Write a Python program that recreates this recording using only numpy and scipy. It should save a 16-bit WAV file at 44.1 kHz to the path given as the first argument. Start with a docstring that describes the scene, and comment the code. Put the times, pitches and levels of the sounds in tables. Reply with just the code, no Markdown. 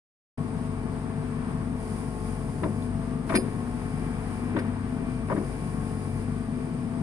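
"""A drilling rig's diesel power unit runs steadily outdoors, a few metres away.
Its firings make a throbbing rumble and an exhaust drone. Its shaft drives whining gears, a nine-piston
pump and a humming, rushing fan, and sags a little whenever oil hisses through the valves.
Four times the steel rig takes up its slack: the frame thuds and loose joints chatter,
some of those times with a short scrape or the ring of a hard steel part."""
import sys
import numpy as np
from scipy import signal
from scipy.fft import rfft, irfft, next_fast_len
from scipy.io import wavfile
from scipy.ndimage import uniform_filter1d

SR = 44100
rng = np.random.default_rng(int(sys.argv[2]) if len(sys.argv) > 2 else 0)


def persist_wave(psi):
    """Save psi, clipped to +-1, as 16-bit WAV."""
    counts = np.round(np.clip(psi, -1, 1) * 32767).astype(np.int16)
    wavfile.write(sys.argv[1], SR, np.atleast_2d(counts).T)


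N = 309582

FREE_HZ, DROOP_HZ = 24.68, .58  # shaft rate running free, and its sag at full load
PISTON_STROKES, BLADE_PASSES = 9, 10.05  # per shaft turn
RIG_LAG_MS, JOINT_LAG_MS = 0.17, 0.097  # left-channel delay; the joints sit nearer the centre
# stereo image of the rig: f/Hz, left minus right/dB, likeness of the channels/0-1
IMAGE = [(60, 6.5, 1), (130, 4.5, 1), (425, 8.5, 0.51), (590, -3, 0.74), (1000, 6.5, 0.9), (2400, 3.5, 0),
         (4000, 0, 0), (7500, -1, 0.15), (9200, -9.5, 0), (12100, 1, 0.2)]

# valve cues: opens/s, shuts/s, engine load/0-1, hiss level/dB
VALVE_CUES = [(0, 1.6, 0.41, -72), (1.75, 2.86, 0.97, -53), (3.26, 3.4, 0.99, -48), (3.339, 4.5, 0.99, -56),
              (5.25, 6.23, .9, -53.5), (6.55, 6.8, 0.27, -75)]
# colour of oil circulating in the pipes: f/Hz, level/dB
PIPE_COLOUR = [(1500, 7), (3000, -4), (4200, -8.5), (4950, -3.5), (5600, -11), (7200, -12), (8150, -9),
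               (8450, 5), (9050, -4.5), (9500, 1.5), (10300, -14), (10900, -10), (11300, -25), (12300, -18),
               (13300, -45), (14000, -54)]
# colour of oil squeezed through a valve: f/Hz, level/dB
VALVE_COLOUR = [(2000, 4.5), (4100, -8), (5000, 3.5), (5400, -5), (7500, -3), (9000, 3.5), (9750, 9.5),
                (10600, 3.5), (11300, -20), (13100, -10), (14200, -29)]

# rising scrapes of steel on steel: t/s, length/s, first f/Hz, last f/Hz, level/dB
SCRAPE_CUES = [(3.358, 0.022, 2260, 2460, -31), (5.363, 0.017, 1600, 1700, -45),
               (5.384, 0.0075, 2130, 2300, -39)]
# modes of the loose joints: f/Hz, level/dB, t60/s
JOINT_MODES = [(410, -8, 0.051), (593, 0, 0.06), (636, 6, 0.034), (973, 12, 0.015), (1067, 0, 0.0081),
               (1134, -2.5, 0.03), (1460, 4, 0.01), (1783, -6.5, 0.025), (2130, -13.5, 0.037),
               (2630, -17, 0.016), (3530, -13.5, 0.027), (4100, -20, 0.027)]
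# colour of the tiny contacts in a joint: f/Hz, level/dB
CONTACT_COLOUR = [(150, 6.5), (500, 0.5), (2000, 8), (6000, -0.5), (10000, -10), (11500, -35)]
# bursts of joint chatter: t/s, length/s, relative level/dB, brightness/dB per octave
RATTLE_CUES = [(2.632, 0.0082, -28.5, 1.5), (2.65, 0.016, -30.5, -8.5), (3.291, .004, -24, 16),
               (3.293, 0.015, -27, 4), (3.320, 0.014, -28, -2), (3.339, 0.012, -23, 10),
               (3.351, 0.0066, -19, 9), (3.355, 0.015, -24, 11), (4.562, 0.008, -26.5, 3.5),
               (4.577, 0.0051, -32, 2), (4.587, .006, -29, 8), (5.284, .002, -35, 2),
               (5.297, .011, -29, -3.5), (5.315, .013, -28.5, -3), (5.359, .022, -39.5, 2)]
# knocks of a joint on its stop: t/s, level/dB, brightness/dB per octave
KNOCK_CUES = [(2.637, -31, 4), (2.640, -33, 4), (2.822, -57, 15.5), (3.3535, -34, 10.5), (4.5665, -35, 5),
              (4.570, -35, 6), (4.580, -40, -2), (5.301, -44, -1)]
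# modes of the heavy frame: f/Hz, level/dB, t60/s
FRAME_MODES = [(191, -26, 0.28), (211.5, -5.5, 0.24), (294, 3, 0.045), (315.7, 1.5, 0.049), (371, -10, 0.2),
               (536, -14, 0.058), (665, -10.5, 0.058)]
# colour of the frame's many weak, lingering modes: f/Hz, level/dB
SHUDDER_COLOUR = [(140, -32), (200, 3), (370, -4), (520, -7), (900, -24), (2000, -60)]
# blows to the frame: t/s, level/dB, brightness/dB per octave
THUD_CUES = [(2.632, -22.5, 0), (2.648, -24, 6), (2.665, -23.5, 3), (3.302, -25, 13), (3.343, -13.5, 2.5),
             (3.3512, -17.5, -11.5), (3.383, -21.5, 2), (4.55, -18.5, -4), (4.562, -21, -2),
             (4.576, -20, 2), (5.328, -24.5, 8), (5.348, -21, 2), (5.377, -19, 0)]
# pitches of the hard steel part: f/Hz
STEEL_PITCHES = [1600, 1771, 2304, 2406, 4290, 4370, 4958, 5150, 5720, 5873, 6540, 7149, 8172, 9290, 9539]
# its ring at each of those pitches: level/dB, t60/s
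STEEL_RING = [(-9, .06), (-2, .1), (0, .07), (1, .08), (-8, .11), (-8, .12), (-3, .15), (-19, .16),
              (-13, .05), (-10, .045), (-22, .07), (-23, .14), (-12, .17), (-4, .09), (2.5, .175)]
# colour of the crack of steel meeting steel: f/Hz, level/dB
CRACK_COLOUR = [(900, -3), (1800, 14), (3000, -13), (5800, -9), (7500, -16), (9500, -10), (11000, -37),
                (14000, -45)]
# strikes on the steel part: t/s, level/dB, brightness/dB per octave, share of free ring time/0-1
STRIKE_CUES = [(3.3505, -27.5, 1, 1), (3.371, -33, -11, 1), (4.588, -32.5, -3.5, .55)]

# two thin machine tones, lower first: free level/dB, loaded level/dB
MACHINE_TONE_LEVELS = [(-63, -52), (-61, -52.5)]
MACHINE_TONE_MULTIPLES = [20.1, 30.15]  # f/shaft rate
# pump harmonics, lowest first: free level/dB, loaded level/dB
PUMP_LEVELS = [(-39, -42), (-47, -47.5), (-50, -55), (-59.5, -55.5), (-59, -54.5)]
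# fader ride of the fan's blade hum: t/s, level/dB
HUM_RIDE = [(.5, -39), (1.65, -37.5), (2.05, -43.5), (2.4, -47.5), (2.8, -35.5), (3.2, -38), (3.7, -35.5),
            (4.15, -40), (4.45, -35), (5.1, -36.5), (5.55, -45), (6.0, -45), (6.3, -36.5), (7.0, -35)]
# fader ride of the fan's rush: t/s, low-mid level/dB, high-mid level/dB
RUSH_RIDE = [(0.5, -49, -54.5), (1.0, -50, -53.5), (1.45, -48.5, -50), (1.8, -50, -56), (2.9, -52.5, -55.5),
             (3.9, -50.5, -51), (4.65, -48, -49), (5.0, -51, -52.5), (6.7, -54, -55.5), (7.0, -49, -55)]
# colour of combustion and fan roar: f/Hz, level/dB
ROAR_COLOUR = [(15, -15), (40, -7.5), (85, -6), (114, -7.5), (126, 0.5), (155, 3), (180, -5), (230, -1),
               (285, -3.5), (320, -9.5), (400, -11), (500, -18), (620, -19), (780, -15.5), (1050, -14),
               (1400, -20), (1800, -22), (2300, -29), (4000, -41.5)]
# punch of each cylinder, in firing order: level/dB
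CYLINDER_PUNCH = [-1.5, -5.5, -2, -10.5]
# fader ride of the exhaust drone: t/s, level/dB
DRONE_RIDE = [(.5, -39.5), (1.2, -39), (2.3, -41.5), (2.95, -35.5), (3.3, -47), (3.5, -39), (4.1, -40),
              (4.8, -34.5), (5.03, -48), (5.25, -39), (5.55, -41.5), (6.15, -35.5), (6.4, -36.5),
              (6.65, -48.5), (7.0, -38.5)]
# pitches of the engine and gear tones: f/shaft rate
ENGINE_MULTIPLES = [2, 3, 5, 6, 7, 8, 11, 15.5, 45.45, 48.45, 95.8]
# strength of each of those tones: free level/dB, loaded level/dB
ENGINE_LEVELS = [(-42.5, -42.5), (-54, -64), (-49.5, -51.5), (-42, -42), (-44, -44), (-51, -49),
                 (-49.5, -50), (-61, -56.5), (-69, -69), (-60.5, -77), (-65.5, -60)]


def undb(db):
    """Decibels to gain."""
    return 10 ** (np.asarray(db) / 20)


def unit(x):
    """Scale to rms 1."""
    return x / np.sqrt(np.mean(x ** 2))


def fader(rows, column=1):
    """A fader ride as a gain at every sample."""
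    rows = np.array(rows)
    return undb(np.interp(np.arange(N) / SR, rows[:, 0], rows[:, column]))


def over_hz(rows, size, column=1):
    """One column of a frequency table, at every bin of a spectrum."""
    rows = np.array(rows)
    return np.interp(np.log(np.fft.rfftfreq(size, 1 / SR) + 1), np.log(rows[:, 0]), rows[:, column])


def noise(colour, size, tilt_db=0):
    """Coloured noise as a direct and a scattered part, at rms 1; the tilt is per octave."""
    octaves = np.log2(np.clip(np.fft.rfftfreq(size, 1 / SR), 300, None) / 1000)
    gain = undb(over_hz(colour, size) + tilt_db * octaves)
    return unit(irfft(rfft(rng.standard_normal((2, size))) * gain, size))


def wobble(rate_hz):
    """Smoothed random sample-and-hold, with a spread near 1."""
    hold = int(SR / rate_hz)
    steps = np.repeat(rng.standard_normal(N // hold + 1), hold)
    return np.sqrt(2) * uniform_filter1d(uniform_filter1d(steps, hold), hold)[:N]


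def slew(control, seconds):
    """Smooth a control with a one-pole lag."""
    keep = np.exp(-1 / (seconds * SR))
    return signal.lfilter([1 - keep], [1, -keep], control)


def add(track, start_s, sound):
    """Drop a sound onto a track at its cue."""
    part = track[..., int(start_s * SR):int(start_s * SR) + sound.shape[-1]]
    part += sound[..., :part.shape[-1]]


def stereo(direct, scattered=None, lag_ms=RIG_LAG_MS):
    """Place a layer: it reaches the left side later, and scattered sound widens it."""
    size = next_fast_len(N + 1000)
    spectrum = lambda x: rfft(np.pad(x, (0, size - N), "reflect"))
    mid, side = spectrum(direct), 0
    if scattered is not None:
        alike = np.clip(over_hz(IMAGE, size, column=2), 0, 1)
        mid = mid * np.sqrt((1 + alike) / 2)
        side = spectrum(scattered) * np.sqrt((1 - alike) / 2)
    pan = undb(over_hz(IMAGE, size) / 2)
    delay = np.exp(-2j * np.pi * np.fft.rfftfreq(size, 1 / SR) * lag_ms / 1000)
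    channels = np.array([(mid + side) * pan * delay, (mid - side) / pan])
    return irfft(channels * 2 / (pan + 1 / pan), size)[:, :N]


def decay(t, t60):
    """A tail that falls 60 dB in t60 seconds."""
    return np.exp(-np.log(1000) * t / t60)


def ring(modes, t, contact_s, bright_db=0, pivot_hz=1000):
    """Decaying modes set going over a short contact; brightness favours the high ones."""
    sound = 0
    for hz, db, t60 in modes:
        gain = undb(db + bright_db * np.log2(hz / pivot_hz))
        sound += gain * np.sin(2 * np.pi * hz * t) * decay(t, t60)
    return sound * (1 - np.exp(-t / contact_s))


def shaft_tones(partials, turns, load, waver_db, waver_hz, slip_cycles):
    """Tones that track the shaft and its load; each wavers in level and slips a little in phase."""
    sound = 0
    for multiple, (free_db, loaded_db) in partials:
        cycles = multiple * turns + rng.random() + slip_cycles * wobble(waver_hz)
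        db = free_db + (loaded_db - free_db) * load + waver_db * wobble(waver_hz)
        sound += undb(db) * np.sin(2 * np.pi * cycles)
    return stereo(np.sqrt(2) * sound)


def valves(spool_s=0.019, load_lag_s=0.0666, ease_per_s=0.1195, leak_db=-62.5):
    """Engine load and hiss gain: the spool opens fast, the load follows, and shut valves still leak."""
    t = np.arange(N) / SR
    load, hiss = np.zeros((2, N))
    for opens, shuts, effort, hiss_db in VALVE_CUES:
        held = (t >= opens) & (t < shuts)
        load[held] = effort * np.exp(-ease_per_s * (t[held] - opens))  # eases once the ram moves
        hiss[held] = undb(hiss_db)
    return slew(load, load_lag_s), np.hypot(slew(hiss, spool_s), undb(leak_db))


def hydraulics(turns, hiss, pipe_db=-50.5, ripple=0.052):
    """A bed of oil hiss, rippled by the nine pistons and louder while a valve is open."""
    size = next_fast_len(N)
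    flow = undb(.7 * wobble(13))
    pipes = noise(PIPE_COLOUR, size)[:, :N] * undb(pipe_db)
    valve = noise(VALVE_COLOUR, size)[:, :N] * hiss
    strokes = np.cos(2 * np.pi * PISTON_STROKES * turns)
    return stereo(*((pipes + valve) * flow * (1 + ripple * strokes)))


def scrapes(jitter=.06, rough_db=3, overtone_db=-17, edge_s=0.0042):
    """Gritty upward chirps: steel sticks and slips unevenly, faster as it is pulled tight."""
    track = np.zeros(N)
    for start, length, first_hz, last_hz, db in SCRAPE_CUES:
        t = np.arange(int(length * SR)) / SR
        hz = np.interp(t, [0, length], [first_hz, last_hz]) * (1 + jitter * wobble(2000)[:len(t)])
        phase = 2 * np.pi * np.cumsum(hz) / SR
        fade = np.clip(np.minimum(t, length - t) / edge_s, 0, 1)
        grip = undb(db + rough_db * wobble(1000)[:len(t)])
        add(track, start, fade * grip * (np.sin(phase) + undb(overtone_db) * np.sin(2 * phase)))
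    return stereo(track, lag_ms=JOINT_LAG_MS)


def rattles(attack_s=0.00054, release_s=0.006, tail_db=-22, tail_s=0.15, soft_hz=3200, drive_db=-6.5):
    """Brief chatter: bursts of tiny, slightly soft contacts ring a loose joint."""
    t = np.arange(SR // 2) / SR
    soften = signal.butter(2, soft_hz, fs=SR, output="sos")
    contacts = np.zeros((2, N))
    for start, length, db, bright_db in RATTLE_CUES:
        after = np.maximum(t - length, 0)
        attack = 1 - np.exp(-t / attack_s)
        release = np.exp(-after / release_s) + undb(tail_db) * np.exp(-after / tail_s)
        grit = unit(signal.sosfilt(soften, noise(CONTACT_COLOUR, len(t), bright_db)))
        add(contacts, start, undb(db + drive_db) * attack * release * grit)
    joint = ring(JOINT_MODES, t, contact_s=.0001)
    chatter = signal.fftconvolve(contacts, joint[None] / np.linalg.norm(joint), axes=1)[:, :N]
    return stereo(*chatter, lag_ms=JOINT_LAG_MS)


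def knocks():
    """Dry clacks: a loose joint hits its stop and rings briefly."""
    t = np.arange(SR // 2) / SR
    track = np.zeros(N)
    for start, db, bright_db in KNOCK_CUES:
        add(track, start, undb(db) * ring(JOINT_MODES, t, contact_s=0.0019, bright_db=bright_db))
    return stereo(track, lag_ms=JOINT_LAG_MS)


def steel_strikes(crack_db=-2, crack_t60=0.099, rough_db=-0.5):
    """Steel meets the hard steel part: a sharp crack, then a bright, rough ring."""
    t = np.arange(SR // 2) / SR
    snap = undb(crack_db) * decay(t, crack_t60)
    modes = np.column_stack([STEEL_PITCHES, STEEL_RING])
    track = np.zeros(N)
    for start, db, bright_db, ring_share in STRIKE_CUES:
        rough = undb(rough_db * wobble(450)[:len(t)])
        ringing = ring(modes * [1, 1, ring_share], t, contact_s=.0045, bright_db=bright_db)
        crack = snap * noise(CRACK_COLOUR, len(t), bright_db)[0]
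        add(track, start, undb(db) * (rough * ringing + crack))
    return stereo(track)


def frame_thuds(shudder_db=-17, shudder_t60=0.64, shudder_attack_s=0.0039):
    """Blows ring the heavy frame's low modes, and its many weaker ones shudder on."""
    t = np.arange(SR // 2) / SR
    tail = undb(shudder_db) * (1 - np.exp(-t / shudder_attack_s)) * decay(t, shudder_t60)
    track = np.zeros(N)
    for start, db, bright_db in THUD_CUES:
        thud = ring(FRAME_MODES, t, contact_s=0.0032, bright_db=bright_db, pivot_hz=296)
        shudder = tail * noise(SHUDDER_COLOUR, len(t))[0]
        add(track, start, undb(db) * (thud + shudder))
    return stereo(track)


def machine_tones(turns, load):
    """Two thin machine tones near 490 and 730 Hz track the shaft and grow under load."""
    partials = zip(MACHINE_TONE_MULTIPLES, MACHINE_TONE_LEVELS)
    return shaft_tones(partials, turns, load, waver_db=-0.1, waver_hz=4.64, slip_cycles=0.0064)


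def pump(turns, load):
    """Nine piston strokes a turn make a wavering buzz."""
    partials = [(PISTON_STROKES * k, levels) for k, levels in enumerate(PUMP_LEVELS, 1)]
    return shaft_tones(partials, turns, load, waver_db=1.5, waver_hz=14, slip_cycles=0.056)


def fan(turns):
    """The passing blades hum, swelling and fading."""
    return stereo(np.sqrt(2) * fader(HUM_RIDE) * np.sin(2 * np.pi * BLADE_PASSES * turns))


def roar(turns, rumble_db=-37.5, throb=1.56, sharpness=1.8, surge_db=0.72, flutter=0.04):
    """Combustion rumble throbs at each firing, twice a turn; above it the cooling fan rushes."""
    def band(edges_hz, kind):
        air = noise(ROAR_COLOUR, next_fast_len(N))[:, :N]
        return unit(signal.sosfilt(signal.butter(4, edges_hz, kind, fs=SR, output="sos"), air))
    firing = np.cos(4 * np.pi * turns)
    cylinder = np.round(2 * turns).astype(int) % len(CYLINDER_PUNCH)
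    beats = 1 + throb * undb(CYLINDER_PUNCH)[cylinder] * np.exp(sharpness * (firing - 1))
    rumble = band(650, "low") * beats * undb(rumble_db + surge_db * wobble(13))
    low_mids = band([650, 1250], "band") * fader(RUSH_RIDE)
    high_mids = band([1250, 4500], "band") * fader(RUSH_RIDE, column=2)
    rush = (low_mids + high_mids) * (1 + flutter * firing) * undb(.5 * wobble(41))
    return stereo(*(rumble + rush))


def exhaust(turns):
    """A solid drone at twice the firing rate, slowly swelling and fading."""
    firings = 2 * turns
    return stereo(np.sqrt(2) * fader(DRONE_RIDE) * np.sin(2 * np.pi * 2 * firings))


def engine(turns, load):
    """The diesel's low growl and its gears' thin whine, all at multiples of the shaft rate."""
    partials = zip(ENGINE_MULTIPLES, ENGINE_LEVELS)
    return shaft_tones(partials, turns, load, waver_db=2.65, waver_hz=7, slip_cycles=.02)


def scene():
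    """One shaft drives the power unit, and the governor lets it sag under load; the rig clanks on cue."""
    load, hiss = valves()
    turns = np.cumsum(FREE_HZ - DROOP_HZ * load) / SR
    tones = engine(turns, load) + exhaust(turns) + pump(turns, load) + machine_tones(turns, load)
    power_unit = tones + fan(turns) + roar(turns)
    oil = hydraulics(turns, hiss)
    clanks = frame_thuds() + steel_strikes() + knocks() + rattles() + scrapes()
    return power_unit + oil + clanks


def record(dry, start_s=.374, fade_s=0.0054, top_hz=14250):
    """A moment of silence, a snap fade-in, and a steep cut of the highest treble."""
    fade_in = np.clip((np.arange(N) / SR - start_s) / fade_s, 0, 1)
    high_cut = signal.ellip(10, .2, 80, top_hz, fs=SR, output="sos")
    return signal.sosfilt(high_cut, dry * fade_in)


dry = scene()
out = record(dry)
persist_wave(out)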